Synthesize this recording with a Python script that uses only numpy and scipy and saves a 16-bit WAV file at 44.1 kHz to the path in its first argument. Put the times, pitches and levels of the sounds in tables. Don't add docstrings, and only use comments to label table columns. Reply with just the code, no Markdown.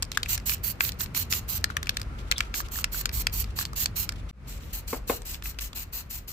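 import sys
import numpy as np
from scipy import signal
from scipy.fft import rfft, irfft
from scipy.io import wavfile
from scipy.ndimage import uniform_filter1d

SR = 44100
rng = np.random.default_rng(int(sys.argv[2]) if len(sys.argv) > 2 else 0)


def transcribe(u):
    v = np.clip(np.atleast_2d(u).T, -1, 1)
    q = np.round(v * 32767).astype(np.int16)
    wavfile.write(sys.argv[1], SR, q)


def volts_from_decibels(level):
    exponent = np.asarray(level, float) / 20
    return 10 ** exponent


N = 278712
FAR_FROM_S = 4.312

# opening in seconds, shutting in seconds, flow level in dB,
# change of level from open to shut in dB, colour of the body below the treble in dB.
SPURTS = [(0.288, 0.353, -26.5, -0.5, -3), (0.461, 0.546, -27, -1.5, -5), (0.637, 0.718, -29.5, -4, -6.5),
          (0.805, 0.894, -30, -2, -3.5), (0.993, 1.043, -32, -1, -2.5), (1.149, 1.229, -28.5, -2.5, -3),
          (1.304, 1.393, -29, -2, -2.5), (1.483, 1.58, -31.5, 3.5, -5.5), (2.544, 2.61, -32, 1, 0),
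          (2.717, 2.815, -34.5, 1.5, -3), (2.922, 3.014, -32.5, 3.5, -4), (3.129, 3.22, -31.5, 1.5, -6.5),
          (3.326, 3.424, -30.5, 0.5, -5.5), (3.562, 3.627, -32, 9.5, -1.5), (3.76, 3.842, -29, 3, -3.5),
          (3.961, 4.048, -29, -7.5, -4.5), (4.475, 4.576, -47.5, -5, 0), (4.602, 4.714, -56, -2, 0),
          (4.732, 4.799, -36.5, -12, -6.5), (4.878, 4.975, -38, -10, -3.5), (5.077, 5.166, -33.5, -5.5, -5),
          (5.254, 5.347, -38, -0.5, -3.5), (5.438, 5.508, -37, -4, -5), (5.606, 5.674, -37.5, -11, -4.5),
          (5.752, 5.832, -36.5, -6.5, -5.5), (5.928, 6.005, -35, -3, -7.5), (6.1, 6.185, -37, -2.5, -6.5),
          (6.278, 6.328, -39, 3, -5)]
# time in seconds, treble level left over right in dB,
# lag of the right port in samples.
PLACE = [(0.29, -9.5, 36), (0.46, -10.5, 16), (0.81, -12.5, 24), (1.15, -13, 38), (1.5, -11, 37),
         (2.54, -12.5, 9.9), (2.72, -10.5, 39), (3.33, -9, 39), (3.56, -12.5, 6.1), (3.76, -9.5, 12),
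         (3.96, -10.5, 33), (4.4, 1.5, 4.9), (6.3, 4, 6)]
# frequency in Hz, relative density in dB per Hz.
JET_SPECTRUM = [(410, -80), (700, -1.5), (1460, 0), (2330, 3), (2840, 7.5), (3640, 2), (4150, 10),
                (4920, 5.5), (7690, 9), (9200, -2), (11000, -1), (12600, 6), (14400, 9), (15400, 0)]
# frequency in Hz, correlation from 0 to 1.
HISS_LIKENESS = [(500, 1), (2000, 0.29), (5000, 0.26), (9000, 0.24), (15000, 0.13)]
# time in seconds, peak of the ring in dB, low wall zone in Hz,
# high wall zone in Hz, high zone against low in dB.
KNOCKS = [(0.0239, -13, 2900, 7100, 4), (0.028, -15.5, 1600, 5100, 29), (0.117, -20, 2370, 4070, 26),
          (0.1732, -7, 1770, 3430, 0.5), (0.231, -14, 2840, 3960, 10), (0.2593, -22.5, 2430, 3860, -16),
          (0.3771, -17.5, 2250, 5530, 4), (0.4945, -15, 2850, 4830, -4), (0.519, -22.5, 2450, 5420, -25),
          (0.8066, -5.5, 2420, 4300, -11.5), (0.8493, -18, 2580, 4300, 6), (0.891, -19, 2800, 4300, 3),
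          (0.9196, -26, 2500, 4300, 28), (1.0068, -17.5, 1770, 4400, 10.5), (1.0598, -28, 2640, 4570, -1),
          (1.1475, -20.5, 2430, 4470, 1), (1.168, -22.5, 2440, 4400, -12), (1.3251, -10.5, 2780, 5360, 0),
          (1.335, -13, 3020, 5700, -2), (1.6416, -7, 1750, 4400, 12.5), (1.7013, -21.5, 1540, 3200, -26),
          (1.7675, -11, 1860, 3000, 4.5), (1.8292, -20, 1850, 3730, 8.5), (1.87, -18, 2470, 4500, -12),
          (1.8925, -8.5, 2640, 3900, 6.5), (1.9692, -14.5, 2340, 4000, 9.5), (1.997, -29, 1440, 4720, -3),
          (2.0152, -21.5, 1440, 4700, 20), (2.3138, -6.5, 1920, 4240, 9), (2.3211, -8.5, 2700, 3160, -14),
          (2.381, -15.5, 2170, 5750, 29), (2.388, -24.5, 2900, 4650, 21), (2.4053, -8, 2440, 4600, -9),
          (2.5407, -19, 2430, 4600, -6), (2.6029, -21.5, 1530, 4700, 6), (2.757, -23.5, 1700, 4400, 8),
          (2.787, -21, 1320, 7600, 4), (2.842, -7, 2500, 5300, 4), (2.9446, -26, 1390, 4800, 2),
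          (3.0561, -8.5, 2320, 4420, 7.5), (3.092, -21.5, 2360, 4450, -3), (3.2687, -8.5, 2520, 4960, -0.5),
          (3.442, -26.5, 2530, 4730, 5), (3.5887, -13, 1880, 4900, 2.5), (3.611, -23.5, 1770, 4470, -15),
          (3.652, -19, 1410, 4430, 27), (3.732, -28, 1180, 4500, 4), (3.858, -10, 2580, 4360, 8),
          (4.091, -13, 2280, 4900, 7), (4.121, -29, 1710, 4460, 7), (5.219, -31.5, 1020, 6700, 21),
          (5.344, -23, 2980, 4400, -5), (5.4234, -29, 1990, 3200, 12), (5.457, -25.5, 2670, 8100, -25),
          (5.5874, -18.5, 2900, 4870, -4), (5.592, -23.5, 2650, 4350, 5), (5.7306, -31, 1070, 3650, 21)]
# frequency in Hz, relative level in dB.
WALL_MODES = [(950, 3), (1200, 10.5), (1430, 9), (1700, 5.5), (2050, -1.5), (2400, -3), (2600, -3.5),
              (3000, -5), (3400, -4), (3750, -5.5), (4300, -2), (4900, -1), (5450, -1.5), (6100, -23),
              (7400, 0), (8300, 5.5)]
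# frequency in Hz, relative density in dB per Hz.
CRACK_SPECTRUM = [(700, -6.5), (2000, 3.5), (7500, 5.5), (10000, -6), (13500, -1), (16000, -10)]
# time in seconds, level in dB, tilt above 2200 Hz in dB per octave, tail t60 in seconds.
THUDS = [(4.9292, -18, -14.5, 0.17), (5.0963, -12.5, 24, 0.16)]
# frequency in Hz, bandwidth in Hz, relative level in dB.
PANEL_MODES = [(255, 31, -3.5), (478, 37, 0.5), (818, 136, 2.5), (1064, 94, 3.5), (1506, 98, -6),
               (2166, 54, -8), (2500, 130, -5), (3600, 140, -21)]
# start in seconds, length in seconds, level in dB.
RUSTLES = [(0.09, 0.16, -51), (.22, .08, -52), (1.681, 0.067, -44.5), (1.757, 0.33, -58.5),
           (2.155, 0.095, -48), (2.223, 0.3, -53), (2.638, 0.042, -44), (3.413, 0.14, -56),
           (4.133, 0.091, -49.5), (4.277, 0.058, -45.5), (4.415, 0.36, -59)]
# frequency in Hz, relative density in dB per Hz.
RUSTLE_SPECTRUM = [(880, -18), (1500, -28), (2200, -4), (3200, -2.5), (4500, -7), (7500, -13), (9500, -19),
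                   (13500, -19.5), (16000, -32)]
# time in seconds, level in dB, pitch in Hz.
SQUEAK = [(2.352, -71, 3460), (2.362, -37.5, 3460), (2.384, -39, 3390)]
# time in seconds, pitch in Hz, level in dB.
WHINE = [(2.0, 1360, -66), (2.1, 1360, -55), (2.45, 1335, -52), (2.7, 1380, -55), (2.95, 1330, -71)]
# frequency in Hz, t60 in seconds.
YARD_DECAY = [(300, 0.5), (1500, 0.21), (5000, 0.13), (14000, 0.02)]
# frequency in Hz, relative density in dB per Hz.
TRAFFIC_SPECTRUM = [(12, -48), (20, -2), (88, 2), (301, -19.5), (485, -21), (780, -26.5), (1190, -24.5),
                    (1330, -24), (1710, -28.5), (2260, -29), (2990, -35), (3530, -38.5), (3840, -38),
                    (4540, -39.5), (16000, -56)]
# time in seconds, drone level in dB, rumble level in dB.
TRAFFIC_LEVELS = [(0, -41, -43), (.3, -40, -39.5), (.75, -48, -41), (1.25, -48, -37.5), (2.2, -37, -40.5),
                  (2.5, -40, -48), (3.2, -33.5, -40.5), (3.75, -41, -39.5), (4.3, -39.5, -39),
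                  (4.5, -40, -42.5), (5.5, -39, -48.5), (6.32, -43, -47.5)]
# time in seconds, level in dB.
WASH_LEVELS = [(0, -49), (2.2, -47.5), (4.4, -49.5), (6.32, -55)]
# frequency in Hz, correlation from 0 to 1.
STREET_LIKENESS = [(60, 0.98), (130, 0.9), (290, 0.91), (640, 0.29), (1400, 0.086), (3000, .02)]
# time in seconds, gain in dB.
DIP = [(4.312, -75), (4.33, -18), (4.4, -7.5), (4.46, -3)]


def read(points, hz):
    f, value = np.transpose(points)
    return np.interp(np.log(hz + 1), np.log(f + 1), value)


def evened(x):
    return x / np.sqrt(np.mean(x ** 2) + 1e-20)


def add(mix, s, sound):
    part = mix[:, max(round(s * SR), 0):][:, :sound.shape[1]]
    part += sound[:, :part.shape[1]]


def curve(tables, column, quiet):
    t, out = np.arange(N) / SR, np.full(N, float(quiet))
    for rows in map(np.array, tables):
        inside = (t >= rows[0, 0]) & (t <= rows[-1, 0])
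        out[inside] = np.interp(t[inside], rows[:, 0], rows[:, column])
    return out


def noise(size, colour_db, likeness, lag=0.):
    hz = np.fft.rfftfreq(size, 1 / SR)
    left, other = rfft(rng.standard_normal((2, size)))
    shared = np.clip(read(likeness, hz), -1, 1)
    delay = np.exp(-2j * np.pi * hz * lag / SR)
    right = shared * left * delay + np.sqrt(1 - shared ** 2) * other
    return irfft(np.array([left, right]) * volts_from_decibels(colour_db(hz)), size)


def flutter(size, width):
    once = uniform_filter1d(rng.standard_normal(size), int(width))
    return evened(uniform_filter1d(once, int(width)))


def shadow(hz):
    return np.clip(np.log2((hz + 1) / 8000) / .6, 0, 1)


def spurts():
    size, lead_s = 8192, .03
    open_s, shut_db_per_s = (.0022, .0019), (3000, 1200)
    dribble_start_db, dribble_db_per_s, sputter_db = (-10.5, -6.5), (374, 242), (5.1, 1.5)
    treble_arch_db = (2, 1)
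    treble = signal.butter(2, 10000, "high", fs=SR, output="sos")
    out, t = np.zeros((2, N)), np.arange(size) / SR - lead_s
    held_s, held_db, held_lag = np.transpose(PLACE)
    for start, end, db, change_db, body_db in SPURTS:
        far = int(start > FAR_FROM_S)
        pan_db, lag = np.interp(start, held_s, held_db), np.interp(start, held_s, held_lag)
        uneven_db = 1.6 * flutter(size // 2 + 1, 60)

        def colour(hz):
            body = body_db * (1 - shadow(hz))
            pan = np.outer([.5, -.5], pan_db * shadow(hz))
            return read(JET_SPECTRUM, hz) + uneven_db + body + pan

        jet = evened(noise(size, colour, HISS_LIKENESS, lag))
        dull = signal.lfilter([.45], [1, -.55], jet)
        after = np.maximum(t - (end - start), 0)
        progress = np.clip(t / (end - start), 0, 1) - .5
        opening = 1 / (1 + np.exp(-t / open_s[far]))
        sputter = volts_from_decibels(sputter_db[far] * flutter(size, 70))
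        fizz = signal.sosfiltfilt(treble, jet)
        fizz_db = treble_arch_db[far] * (1.5 - 2 * abs(progress)) + 1.4 * flutter(size, 200)
        jet = jet + fizz * (volts_from_decibels(fizz_db) - 1)
        dribble_db = dribble_start_db[far] - dribble_db_per_s[far] * after
        dribble = dull * sputter * volts_from_decibels(dribble_db) * (after > 0)
        gas = jet * volts_from_decibels(-shut_db_per_s[far] * after) + dribble
        arch_db = .5 - 2 * abs(progress)
        unsteady_db = 1.27 * flutter(size, 410) + 1.55 * flutter(size, 36)
        flow_db = db + change_db * progress + arch_db + unsteady_db
        add(out, start - lead_s, gas * opening * volts_from_decibels(flow_db) * signal.windows.tukey(size, .05))
    return out


def knocks():
    size = 2600
    out, t = np.zeros((2, N)), np.arange(size) / SR
    hz, mode_db = np.transpose(WALL_MODES)
    side_db = np.outer([.5, -.5], 2.2 - 2.3 * np.log2(hz / 2500))
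    choke_s = (.0024 * (2000 / hz) ** .35)[:, None]
    blows = KNOCKS + bounces()
    draws = rng.standard_normal((len(blows), 3, 2, len(WALL_MODES)))
    for (s, db, low_hz, high_hz, high_db), (spread, phase, detune) in zip(blows, draws):
        low_zone_db = -26 * abs(np.log2(hz / low_hz))
        high_zone_db = high_db - 26 * abs(np.log2(hz / high_hz))
        chance_db = 2.5 * spread
        weight = volts_from_decibels(mode_db + side_db + chance_db) * (volts_from_decibels(low_zone_db) + volts_from_decibels(high_zone_db))
        lag_s = (18 if s < FAR_FROM_S else 4) / SR
        since = np.maximum(t - np.array([[0], [lag_s]]), 0)
        u = since[:, None]
        pitch = (hz * (1 + .02 * detune[0]))[:, None]
        angle = 2 * np.pi * pitch * u + .7 * phase[..., None]
        rings = np.sin(angle) * np.exp(-(u / choke_s) ** 1.4)
        ring = (weight[..., None] * rings).sum(1) * (1 - np.exp(-since / 0.00074))
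        hiss = evened(noise(size, lambda f: read(CRACK_SPECTRUM, f), HISS_LIKENESS))
        decay = volts_from_decibels(-8.5 - 60 * since / 0.011) + volts_from_decibels(-22.5 - 60 * since / 0.031)
        crack = hiss * decay * (1 - np.exp(-since / 0.00013))
        sharp = 0.29 + 1 / (1 + volts_from_decibels(-high_db))
        add(out, s, volts_from_decibels(db) * (ring / abs(ring).max() + sharp * crack))
    return out


def bounces():
    wait, size = rng.random((len(KNOCKS), 2)).T
    rows = np.array(KNOCKS)
    rows[:, 0] += .018 * (.2 - np.log(1 - wait))
    rows[:, 1] = np.minimum(rows[:, 1] - 13, -35) + 2.5 * (2 * size - 1)
    return [tuple(row) for row in rows]


def thuds():
    size = 8000
    out, t = np.zeros((2, N)), np.arange(size) / SR

    def tail_colour(f):
        return -14 * np.maximum(np.log2(300 / (f + 1)), 0) - 9 * abs(np.log2((f + 1) / 520))

    for s, db, tilt_db, t60 in THUDS:
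        ring = np.zeros(size)
        for hz, width, mode_db in PANEL_MODES:
            level = volts_from_decibels(mode_db + tilt_db * max(np.log2(hz / 2200), 0))
            ring += level * np.exp(-np.pi * width * t) * np.sin(2 * np.pi * hz * t)
        ring *= 1 - np.exp(-t / 0.0014)
        tail = evened(noise(size, tail_colour, STREET_LIKENESS, 4))
        tail = tail * volts_from_decibels(-60 * t / t60) * (1 - np.exp(-t / 0.00086))
        sides_db = np.array([[.9], [-.9]])
        add(out, s, volts_from_decibels(db + sides_db) * (ring / abs(ring).max() + volts_from_decibels(-12) * tail))
    return out


def rustle():
    edge_s = 0.059
    t = np.arange(N) / SR
    hiss = evened(noise(N, lambda f: read(RUSTLE_SPECTRUM, f), HISS_LIKENESS, 22.7))
    level = np.zeros(N)
    for s, length, db in RUSTLES:
        to_edge = np.minimum(t - s, s + length - t)
        level += volts_from_decibels(db) * np.clip(to_edge / min(edge_s, length / 2), 0, 1) ** 2
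    return hiss * level * volts_from_decibels(4.9 * flutter(N, 330))


def wavering(tables, hz_column, db_column, rough, tremble_db):
    hz = curve(tables, hz_column, 1000) * (1 + rough * flutter(N, 22))
    tone = np.sqrt(2) * np.sin(2 * np.pi * np.cumsum(hz) / SR)
    level_db = curve(tables, db_column, -120) + tremble_db * flutter(N, 400)
    level = uniform_filter1d(volts_from_decibels(level_db), 100)
    return np.array([tone * level, np.roll(tone * level, 12)])


def yard(x):
    size, gap = SR // 2, 20
    taps = np.zeros((2, size))
    grid = np.arange(120, size - gap, gap)
    at = grid + rng.integers(0, gap, (2, (size - 121) // gap))
    np.put_along_axis(taps, at, rng.choice([-1., 1.], at.shape), 1)
    hz, t, z = signal.stft(taps, SR, nperseg=256)
    decay = volts_from_decibels(-60 * t / read(YARD_DECAY, hz)[:, None])
    tail = signal.istft(z * decay, SR, nperseg=256)[1]
    return signal.fftconvolve(x, tail / np.linalg.norm(tail[0]), axes=1)[:, :N]


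def traffic():
    def drone(f):
        return -22 * abs(np.log2((f + 1) / 48))

    def above(f, edge_hz):
        return -16 * np.maximum(np.log2(edge_hz / (f + 1)), 0)

    def rumble(f):
        upper_slope = -16 * np.maximum(np.log2((f + 1) / 240), 0)
        return read(TRAFFIC_SPECTRUM, f) + above(f, 59) + upper_slope

    def wash(f):
        return read(TRAFFIC_SPECTRUM, f) + above(f, 231.0)

    t = np.arange(N) / SR
    s, drone_db, rumble_db = np.transpose(TRAFFIC_LEVELS)
    wash_s, wash_db = np.transpose(WASH_LEVELS)
    street = np.zeros((2, N))
    for colour, at, db in [(drone, s, drone_db), (rumble, s, rumble_db), (wash, wash_s, wash_db)]:
        street += evened(noise(N, colour, STREET_LIKENESS)) * volts_from_decibels(np.interp(t, at, db))
    return street * volts_from_decibels(np.array([[.55], [-.55]]))


def scene():
    jet, blows = spurts(), knocks() + thuds()
    echoes = yard(volts_from_decibels(-13.0) * jet + volts_from_decibels(-23) * blows)
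    squeak = wavering([SQUEAK], 2, 1, rough=0.076, tremble_db=4.4)
    whine = wavering([WHINE], 1, 2, rough=0.0035, tremble_db=2.)
    return jet + blows + echoes + rustle() + squeak + whine + traffic()


def top_cut(x):
    return signal.sosfilt(signal.butter(12, 16650, fs=SR, output="sos"), x)


def record(dry):
    dipped = dry * volts_from_decibels(curve([DIP], 1, 0))
    low_pass = signal.firwin(511, 15600, window=("kaiser", 6), fs=SR)
    limited = signal.oaconvolve(dipped, low_pass[None], "same")
    return top_cut(limited)


dry = scene()
out = record(dry)
transcribe(out)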